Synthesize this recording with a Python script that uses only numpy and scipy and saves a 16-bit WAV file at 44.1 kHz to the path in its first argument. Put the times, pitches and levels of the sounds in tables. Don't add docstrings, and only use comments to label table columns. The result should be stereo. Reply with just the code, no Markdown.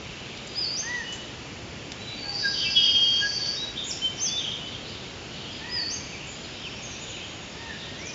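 import sys
import numpy as np
from scipy import signal
from scipy.fft import rfft, irfft
from scipy.io import wavfile
from scipy.ndimage import uniform_filter1d

SR = 44100
rng = np.random.default_rng(int(sys.argv[2]) if len(sys.argv) > 2 else 0)


def int16_out(signal):
    q = np.round(np.clip(np.atleast_2d(signal).T, -1, 1) * 32767)
    wavfile.write(sys.argv[1], SR, q.astype(np.int16))


N = 358974
TIME = np.arange(N) / SR

TRILL_RATE_HZ, TRILL_ACCENT_S = 15.9, 3.49
TRILL_START_S, TRILL_LENGTH_S, TRILL_RELEASE_S = 2.12, 1.475, 0.07


def undb(db):
    return 10 ** (np.asarray(db) / 20)


def unit(x):
    return x / np.sqrt(np.mean(x ** 2))


def walk(rate, size):
    k = max(int(SR / rate), 1)
    steps = np.repeat(rng.standard_normal(size // k + 1), k)
    return 1.3 * uniform_filter1d(steps, k)[:size]


def along(points, hz):
    f, value = np.transpose(points)
    return np.interp(np.log(hz + 1), np.log(f), value)


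def bend(u, first, middle, last):
    return np.polyval(np.polyfit([0, .5, 1], [first, middle, last], 2), u)


def tone(hz):
    return np.sin(2 * np.pi * np.cumsum(hz) / SR)


def envelope(t, attack_s, release_s, edge_db=-20):
    attack = np.clip(1 - t / attack_s, 0, 1)
    release = np.clip(1 - (t[-1] - t) / release_s, 0, 1)
    return edge_db * (attack + release)


def swell(u, loudest, curve=2.4):
    return np.abs(np.interp(u, [0, np.clip(loudest, .05, .95), 1], [-1, 0, 1])) ** curve


def soft_ends(x, ramp_s=.002):
    t = np.arange(len(x)) / SR
    return x * np.clip(np.minimum(t, t[-1] - t) / ramp_s, 0, 1)


def whistle(hz, db, waver=0.0027, shimmer_db=1.37):
    size = len(hz)
    voice = tone(hz * (1 + waver * walk(180, size)))
    return soft_ends(voice * undb(db + shimmer_db * walk(90.3, size)))


def add(bus, s, x, pan_db, echo_db, echo_side=0.26):
    tilt = np.array([pan_db, -pan_db]) / 2
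    direct = unit(undb(tilt))
    echo = unit(undb(echo_side * tilt)) * undb(echo_db)
    sends = np.append(direct, echo)
    i = max(int(s * SR), 0)
    x = x[:max(N - i, 0)]
    bus[:, i:i + len(x)] += sends[:, None] * x


def swoops(onset_db=-19, ease_s=0.049, flick_db=3, flatten=1.2, release_s=0.022, flick_rough_hz=110):
    # (crest time [s], rise [s], fall [s], crest to end [s], crest to loudest [s],
    # crest [Hz], flick [Hz], level before the call gain [dB], easing after the loudest moment [dB],
    # left minus right [dB], echo re direct [dB])
    swoop_calls = [ (.593, 0.048, 0.079, .235, 0.0037, 5000, 6500, -21.5, -7.5, -26, -3),
                   (4.228, 0.035, 0.08, 0.08, 0.0046, 6294, 6300, -21, -7.5, -13.5, -1.5),
                   (5.728, .045, .11, .235, 0.042, 5040, 6546, -25.5, -4.5, -27, -2), ]
    start_hz, dip_hz, dip_regain = 4200, 4470, .8
    flick_after_s, flick_s, flick_sag_hz_per_s = .168, 0.016, 2500
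    bus = np.zeros((4, N))
    for s, rise_s, fall_s, end_s, accent_s, crest_hz, flick_hz, db, ease_db, pan_db, echo_db in swoop_calls:
        t = np.arange(-rise_s, end_s, 1 / SR)
        rise = crest_hz + (start_hz - crest_hz) * np.abs(t / rise_s) ** 2.7
        height = .5 + .5 * np.tanh(flatten * np.cos(np.pi * t / fall_s)) / np.tanh(flatten)
        dip = dip_hz + (crest_hz - dip_hz) * height * np.where(t < fall_s, 1, dip_regain)
        since = np.maximum(t - flick_after_s, 0)
        flick = 1 - np.exp(-(since / flick_s) ** 1.3)
        hz = np.where(t < 0, rise, dip) * (1 - flick) + flick_hz * flick
        hz = hz - flick_sag_hz_per_s * since
        attack = onset_db * ((accent_s - t) / (accent_s + rise_s)) ** 2
        ease = ease_db * (1 - np.exp((accent_s - t) / ease_s))
        release = onset_db * np.clip(1 - (end_s - t) / release_s, 0, 1) ** 2
        level = db + np.where(t < accent_s, attack, ease) + flick_db * flick + release
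        hz = hz + flick_rough_hz * flick * walk(400, len(t))
        add(bus, s - rise_s, whistle(hz, level), pan_db, echo_db)
    return bus


def trill_note(note_hz=4610, sag_hz_per_s=20, dip_hz=90, stray_hz=18, rough_hz=28, throb_db=3,
               uneven_db=2.5, flutter_rate_hz=85, flutter=0.55, echo_db=-5):
    note_db, attack_s, middle_sag_db = -33.5, 0.15, 2
    climax_s, climax_width_s, climax_db = 3.42, 0.12, 7
    t = np.arange(int(TRILL_LENGTH_S * SR)) / SR
    size = len(t)
    turn = np.pi * TRILL_RATE_HZ * (TRILL_START_S + t - TRILL_ACCENT_S)
    beat, gap = np.cos(turn) ** 4, np.sin(turn) ** 8
    climax = np.exp(-((TRILL_START_S + t - climax_s) / climax_width_s) ** 2)
    effort_db = -middle_sag_db * np.sin(np.pi * t / TRILL_LENGTH_S) ** 2
    db = note_db + effort_db + envelope(t, attack_s, TRILL_RELEASE_S)
    db = db + beat * (throb_db + climax_db * climax)
    db = db + uneven_db * (1 - beat / 2) * walk(150, size)
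    hz = note_hz - sag_hz_per_s * t - dip_hz * gap
    hz = hz + stray_hz * walk(40, size) + rough_hz * walk(300, size)
    grain_cycle = tone(flutter_rate_hz * np.exp(.22 * walk(90, size)))
    grain = 1 + flutter * (1 - climax * beat) * grain_cycle
    bus = np.zeros((4, N))
    add(bus, TRILL_START_S, tone(hz) * grain * undb(db), 2, echo_db)
    return bus


def trill_rasp(sweep_hz=140, uneven=.35, stray_hz=90, grain_db=2.5, pulse_db=5.5, pulse_lead_s=0.026,
               echo_db=8):
    # (frequency [Hz], relative level [dB])
    colour = [(4250, -4.5), (4420, 4.5), (4900, 3.5), (5200, -5.5), (5600, -4.5), (6000, 1.5), (6300, 0)]
    low_hz, high_hz, ceiling_hz = 4200, 6130, 6460
    rise_hz_per_s = 220
    rasp_db, attack_s, delay_s = -39, 0.019, 0.195
    t = np.arange(int((TRILL_LENGTH_S - delay_s) * SR)) / SR
    start, size = TRILL_START_S + delay_s, len(t)
    cycle = np.cumsum(sweep_hz * np.exp(uneven * walk(110, size))) / SR % 1
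    top_hz = high_hz + rise_hz_per_s * t + stray_hz * walk(60, size)
    hz = top_hz + (low_hz - top_hz) * cycle + 60 * walk(200, size)
    db = rasp_db + envelope(t, attack_s, TRILL_RELEASE_S, edge_db=-14)
    pulse_time = start + t + pulse_lead_s - TRILL_ACCENT_S
    db = db + pulse_db * np.cos(2 * np.pi * TRILL_RATE_HZ * pulse_time)
    db = db + along(colour, hz) + grain_db * walk(130, size)
    rasp = tone(hz) * np.sin(np.pi * cycle) ** .5 * undb(db)
    band = signal.butter(10, [low_hz, ceiling_hz], "band", fs=SR, output="sos")
    bus = np.zeros((4, N))
    add(bus, start, signal.sosfilt(band, rasp), 0, echo_db)
    return bus


def buzzes(pan_db=0.0, lead=2.43, shimmer_db=2.5, grit_db=0.7):
    # (time [s], length [s], settled pitch [Hz], start above it [Hz], flutter rate [Hz],
    # pitch swing [Hz], throb [0-1], roughness [Hz], level before the call gain [dB],
    # fade, growing if negative [dB/s], echo re direct [dB])
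    buzz_calls = [ (2.358, 0.61, 4980, -31.5, 68.2, 62, 0.5, 21, -33, -0.5, -1),
                  (2.524, 0.14, 3105, 281.5, 138, 129, 0, 106, -33.5, -22.5, 2),
                  (2.545, 0.12, 3740, 58, 139, 150, 0.2, 80, -41, -3, 2),
                  (2.637, 0.125, 2687, -35, 337, 89.7, 0.35, 3.6, -27.5, 15, -3),
                  (2.744, 0.49, 3226, 191, 327.8, 151, 0.4, 10, -18, 25.5, -1),
                  (3.385, 0.1, 3197, 270, 137, 150, 0.7, 110, -42, 70.5, 12),
                  (3.821, 0.11, 7080, -350, 133, 189, 0.1, 174, -44.5, -72, -2), ]
    settle_s, attack_s, release_s = 0.0355, 0.025, 0.025
    accent_db = 1.5
    bus = np.zeros((4, N))
    for (s, length, pitch_hz, above_hz, rate_hz, swing_hz, throb, rough_hz,
         db, fade_db, echo_db) in buzz_calls:
        t = np.arange(int(length * SR)) / SR
        size = len(t)
        push = np.exp(-t / settle_s)
        hz = pitch_hz + above_hz * push
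        gain = undb(db + accent_db * push - fade_db * t + envelope(t, attack_s, release_s))
        flutter_hz = rate_hz * hz / pitch_hz + .25 * rough_hz * walk(120, size)
        cycle = 2 * np.pi * np.cumsum(flutter_hz) / SR
        voice = tone(hz + swing_hz * np.sin(cycle) + rough_hz * walk(400, size))
        throbbing = 1 + throb * np.sin(cycle + lead)
        unevenness = undb(shimmer_db * walk(60, size) + grit_db * walk(350, size))
        add(bus, s, soft_ends(voice * gain * throbbing * unevenness), pan_db, echo_db)
    return bus


def hoots(onset_db=-26):
    # (end of the onset [s], hold [s], first [Hz], middle [Hz], last [Hz], level [dB],
    # left minus right [dB], echo re direct [dB])
    hoot_calls = [ (2.457, 0.0022, 1726, 1615, 1665, -18.5, 7, -8),
                  (3.229, 0.026, 1616, 1653, 1652, -22, 10, -8), ]
    attack_s, release_s, fade_db = 0.036, 0.054, -25.5
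    bus = np.zeros((4, N))
    for s, hold_s, first, middle, last, db, pan_db, echo_db in hoot_calls:
        t = np.arange(-attack_s, hold_s + release_s, 1 / SR)
        hz = bend(np.linspace(0, 1, len(t)), first, middle, last)
        onset = onset_db * np.clip(-t / attack_s, 0, 1) ** 1.1
        fade = fade_db * (np.maximum(t - hold_s, 0) / release_s) ** 1.6
        voice = whistle(hz, db + onset + fade, waver=0.0018, shimmer_db=0.6)
        add(bus, s - attack_s, soft_ends(voice, ramp_s=0.011), pan_db, echo_db)
    return bus


def mews(droop=.14, edge_db=-16, fundamental_db=-30.0):
    # (time [s], length [s], crest of the second harmonic [Hz],
    # level before the call gain [dB], loudest moment [0-1], left minus right [dB], echo re direct [dB])
    mew_calls = [ (0.825, 0.22, 1963, -27, 0.57, -14.5, -7), (5.601, 0.21, 1957, -37, 0.63, -9, 3.5),
                 (7.51, 0.24, 1853, -41, 0.9, 25, 0), ]
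    bus = np.zeros((4, N))
    for s, length, crest_hz, db, loudest, pan_db, echo_db in mew_calls:
        u = np.linspace(0, 1, int(length * SR))
        hz = crest_hz * (1 - droop * (2 * u - 1) ** 2)
        level = db + edge_db * swell(u, loudest)
        second = whistle(hz, level)
        fundamental = whistle(hz / 2, level / 2 + fundamental_db)
        add(bus, s, second + fundamental, pan_db, echo_db)
    return bus


def whistles():
    # (time [s], length [s], first [Hz], middle [Hz], last [Hz],
    # level before the call gain [dB], swell [dB], loudest moment [0-1], left minus right [dB],
    # echo re direct [dB], pitch waver [share of pitch])
    whistle_calls = [ (0.468, 0.11, 4970, 4900, 5030, -47.5, 8, 0.5, -2, -6, .004),
                     (1.019, 0.165, 2850, 2960, 2924, -31.5, 19, 0.66, -19, -4.5, .003),
                     (1.982, 0.19, 3920, 3946, 3980, -39, 8.5, 0.3, -9.5, 1, 0.0041),
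                     (2.22, 0.2, 825, 812, 793, -44, 7.5, 0.7, 7, -16, 0.003),
                     (2.23, 0.099, 1676, 1624, 1624, -42, 12.5, 0.3, 12.5, -14, .003),
                     (2.393, 0.15, 3960, 3866, 3930, -38, 4.5, 0.45, -15, 0.5, 0.0045),
                     (3.563, 0.091, 3690, 3830, 3817, -29.5, 3.5, 0.9, -12.5, -2, 0.0038),
                     (4.018, 0.052, 3056, 3086, 3070, -22.5, 4.5, 0.6, -9.5, -1.5, 0.0016),
                     (4.25, 0.15, 3246, 3490, 3485, -23.5, 16, 1, -28, -16, 0.0029),
                     (4.595, .14, 2880, 3027, 2990, -36, 9, 0.4, 4, -10, .0015),
                     (5.508, 0.11, 4960, 5020, 4960, -46, 14, 0.55, -2.5, -12, .0015),
                     (6.265, 0.089, 7200, 6880, 6750, -44, 16.5, 0.1, -25, 5.5, 0.014),
                     (6.299, 0.54, 4950, 5130, 5760, -54, 0, 0.8, -0.5, 5, .02),
                     (7.2, 0.34, 6640, 6680, 6632, -58, 5, 0.4, -7, 10, 0.014),
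                     (7.81, 0.16, 1820, 1866, 1800, -50, 2, .5, 2, -4, .003),
                     (7.975, 0.15, 1850, 2340, 2450, -41.5, 6, 0.6, 2, -2, 0.0046), ]
    bus = np.zeros((4, N))
    for s, length, first, middle, last, db, swell_db, loudest, pan_db, echo_db, waver in whistle_calls:
        u = np.linspace(0, 1, int(length * SR))
        level = db - swell_db * swell(u, loudest, curve=2.3)
        add(bus, s, whistle(bend(u, first, middle, last), level, waver), pan_db, echo_db)
    return bus


def chips(shimmer_db=3.0):
    # (time [s], length [s], first [Hz], middle [Hz], last [Hz],
    # level before the call gain [dB], left minus right [dB], echo re direct [dB], hoarseness [Hz])
    chip_calls = [ (3.197, 0.03, 6700, 6500, 6250, -42, -3, 2, 160),
                  (3.383, 0.035, 3900, 3670, 3560, -48, -3.5, 8, 160),
                  (3.55, 0.014, 5700, 5380, 4500, -31.5, -5.5, 3, 55),
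                  (3.756, 0.045, 2948, 3566, 3800, -33, -15.5, 4, 100),
                  (3.795, 0.033, 3900, 3490, 3060, -31.5, -19, 2, 90),
                  (3.861, 0.031, 7400, 6720, 5290, -43.5, -7, 12, 220),
                  (3.902, 0.02, 6420, 5370, 4350, -28.5, -10, 2, 50),
                  (4.165, 0.016, 6300, 5530, 4600, -39.5, -7, 12, 80),
                  (4.365, 0.061, 3720, 3530, 2910, -27.5, -13, -3, 110),
                  (4.437, 0.022, 3600, 3210, 2900, -29, -12.5, 2, 50),
                  (4.473, 0.02, 3525, 3180, 2910, -30, -11, 0.5, 50.3),
                  (4.514, 0.021, 3900, 3340, 2870, -29.5, -12.5, 2.5, 50),
                  (4.545, 0.024, 3600, 3320, 2860, -39.5, 0, 0, 70),
                  (4.645, 0.055, 3240, 3700, 3950, -46, -4, 2.5, 90),
                  (4.721, 0.042, 3590, 3334, 3170, -36.5, -7, -1, 70),
                  (6.126, 0.037, 2770, 2430, 2230, -41, 3, 0.5, 80),
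                  (6.19, 0.11, 2550, 2780, 2710, -42, 3, -2, 130),
                  (6.432, 0.041, 4620, 4150, 3740, -43.5, 2, -3, 100),
                  (6.577, 0.053, 2900, 3170, 3300, -46, 2, -2, 90),
                  (6.63, 0.063, 3280, 2870, 2210, -39, 5, -6, 70),
                  (6.703, 0.05, 2730, 3050, 3130, -43.5, -1, -7, 100),
                  (6.817, .06, 6680, 6560, 6150, -43, 5, 3.5, 160),
                  (6.895, 0.049, 6200, 5840, 5000, -50.5, -7, 14.5, 160),
                  (6.998, 0.05, 6660, 7050, 6220, -43.5, 0, 8.5, 110),
                  (7.037, .085, 4000, 3580, 3230, -48, -6, 2, 150),
                  (7.089, 0.039, 6900, 6600, 6070, -44, -6, 3, 160),
                  (7.119, 0.078, 3450, 2910, 2230, -40.5, 7, -3, 60),
                  (7.195, 0.071, 2710, 3100, 2930, -42, 2, -7, 120),
                  (7.98, 0.045, 6605, 5700, 5400, -46, -8, 3, 130),
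                  (8.053, 0.051, 7020, 5900, 4800, -39.5, -7.5, 3, 90), ]
    bus = np.zeros((4, N))
    for s, length, first, middle, last, db, pan_db, echo_db, rough_hz in chip_calls:
        u = np.linspace(0, 1, int(length * SR))
        hz = bend(u, first, middle, last) + rough_hz * walk(500, len(u))
        gain = undb(db + shimmer_db * walk(250, len(u))) * np.sqrt(4 * u * (1 - u))
        add(bus, s, tone(hz) * gain, pan_db, echo_db)
    return bus


def twigs(echo_db=-5):
    # (time [s], level [dB], centre [Hz], width [Hz], decay time constant [s])
    ticks = [(0.374, -34.5, 3970, 1210, 0.0049), (.472, -35.5, 7300, 1200, 0.005),
             (1.124, -35.5, 6800, 1990, 0.028), (1.919, -25.5, 3980, 5960, 0.0031)]
    bus = np.zeros((4, N))
    t = np.arange(int(.06 * SR)) / SR
    for s, db, hz, width_hz, decay in ticks:
        b, a = signal.iirpeak(hz, hz / width_hz, SR)
        crack = unit(signal.lfilter(b, a, rng.standard_normal(len(t))))
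        add(bus, s, crack * np.exp(-t / decay) * undb(db), -2, echo_db)
    return bus


def trees(x, near_t60=0.13, far_t60=0.97, far_db=-5, gap_s=0.0074, wall_s=.062, wall_db=-15):
    t = np.arange(int(1.4 * SR)) / SR
    near = undb(-60 * t / near_t60)
    far = undb(far_db - 60 * t / far_t60)
    fade = (near + far) * (1 - np.exp(-t / gap_s))
    response = rng.standard_normal((2, len(t))) * fade / np.sqrt(np.sum(fade ** 2))
    response[:, int(wall_s * SR)] += undb(wall_db)
    return signal.fftconvolve(x, response, axes=1)[:, :N]


def chorus(count=1300, spread=.19, sweep=0.2467, direct_db=-16, scatter_db=3.0):
    # (time [s], typical echo level [dB], centre pitch [Hz])
    course = [(0, -45, 2940), (1.2, -46, 3450), (1.601, -63, 2790), (2.1, -42, 2817), (2.5, -68.5, 2850),
              (3.9, -45.5, 3027), (4.78, -44, 3200), (4.87, -41.5, 3870), (5.08, -48, 3576),
              (5.2, -53, 3500), (5.33, -40, 3585), (5.5, -41, 3483), (5.9, -50, 2966), (6.25, -46, 3020),
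              (6.6, -45.5, 3258), (7.1, -43, 3146), (7.45, -51, 3435), (7.78, -41, 3620), (8.14, -52, 3680)]
    bus = np.zeros((4, N))
    times, levels, centres = np.transpose(course)
    u = np.linspace(0, 1, int(.03 * SR))
    for k, (late, pitch, slope, loud, side) in enumerate(rng.standard_normal((count, 5))):
        s = (k + late / 2) / count * N / SR
        offset = spread * np.clip(pitch, -1.4, 2.1)
        glide = sweep * np.sign(slope) * (u - .5)
        hz = np.interp(s, times, centres) * np.exp(offset + glide)
        db = np.interp(s, times, levels) + scatter_db * loud + direct_db
        add(bus, s, tone(hz) * np.sin(np.pi * u) * undb(db), 4 * side, -direct_db)
    return bus


def air(level_db=-39.04):
    # (frequency [Hz], relative spectral level [dB per Hz])
    spectrum = [(20, -30), (40, -11.5), (65, -4), (120, -1.5), (180, -3.5), (350, -4.5), (780, -10.5),
                (1100, -13.5), (1900, -13.5), (2800, -9.5), (3900, -17), (4700, -15.5), (5400, -17.5),
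                (6300, -20), (7000, -18.5), (7500, -25.5)]
    # (frequency [Hz], left-right correlation [-1 to 1])
    likeness_points = [(40, 0.53), (120, 0.19), (500, 0.18), (2000, 0.09), (7000, 0.046)]
    # (frequency [Hz], left minus right [dB])
    balance = [(40, 3.5), (80, 4), (180, 2.5), (400, 0), (2000, 0.5), (7000, 0.5)]
    swell_s, swell_width_s, swell_db = 1.7, 0.31, 2.5
    base_db, wander_db = 1.76, 0.6
    hz = np.fft.rfftfreq(N, 1 / SR)
    mid, side = rfft(rng.standard_normal((2, N)))
    likeness = np.clip(along(likeness_points, hz), -1, 1)
    sign = np.array([[1], [-1]])
    ports = mid * np.sqrt(1 + likeness) + sign * side * np.sqrt(1 - likeness)
    ports = ports * undb(along(spectrum, hz) + sign * along(balance, hz) / 2)
    low_share = 1 / (1 + (hz / 240) ** 4 + (70 / (hz + 1)) ** 4)
    surge = np.exp(-((TIME - swell_s) / swell_width_s) ** 2)
    rumble_db = base_db + swell_db * surge + wander_db * walk(2.2, N)
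    rumble = irfft(ports * low_share, N) * undb(rumble_db)
    rush = rumble + irfft(ports * (1 - low_share), N)
    return rush / np.std(rush.mean(0)) * undb(level_db)


def scene(calls_db=0.5):
    calls = swoops() + mews() + whistles() + buzzes() + chips() + trill_note() + trill_rasp()
    bus = calls * undb(calls_db) + twigs() + chorus()
    low = hoots()
    low_echo = trees(low[2:], near_t60=0.17, far_t60=2.3, far_db=-9, wall_db=-21.5)
    return bus[:2] + trees(bus[2:]) + low[:2] + low_echo + air()


def record(dry):
    low_pass = signal.ellip(12, .2, 70, 7480, fs=SR, output="sos")
    return signal.sosfilt(low_pass, dry)


dry = scene()
out = record(dry)
int16_out(out)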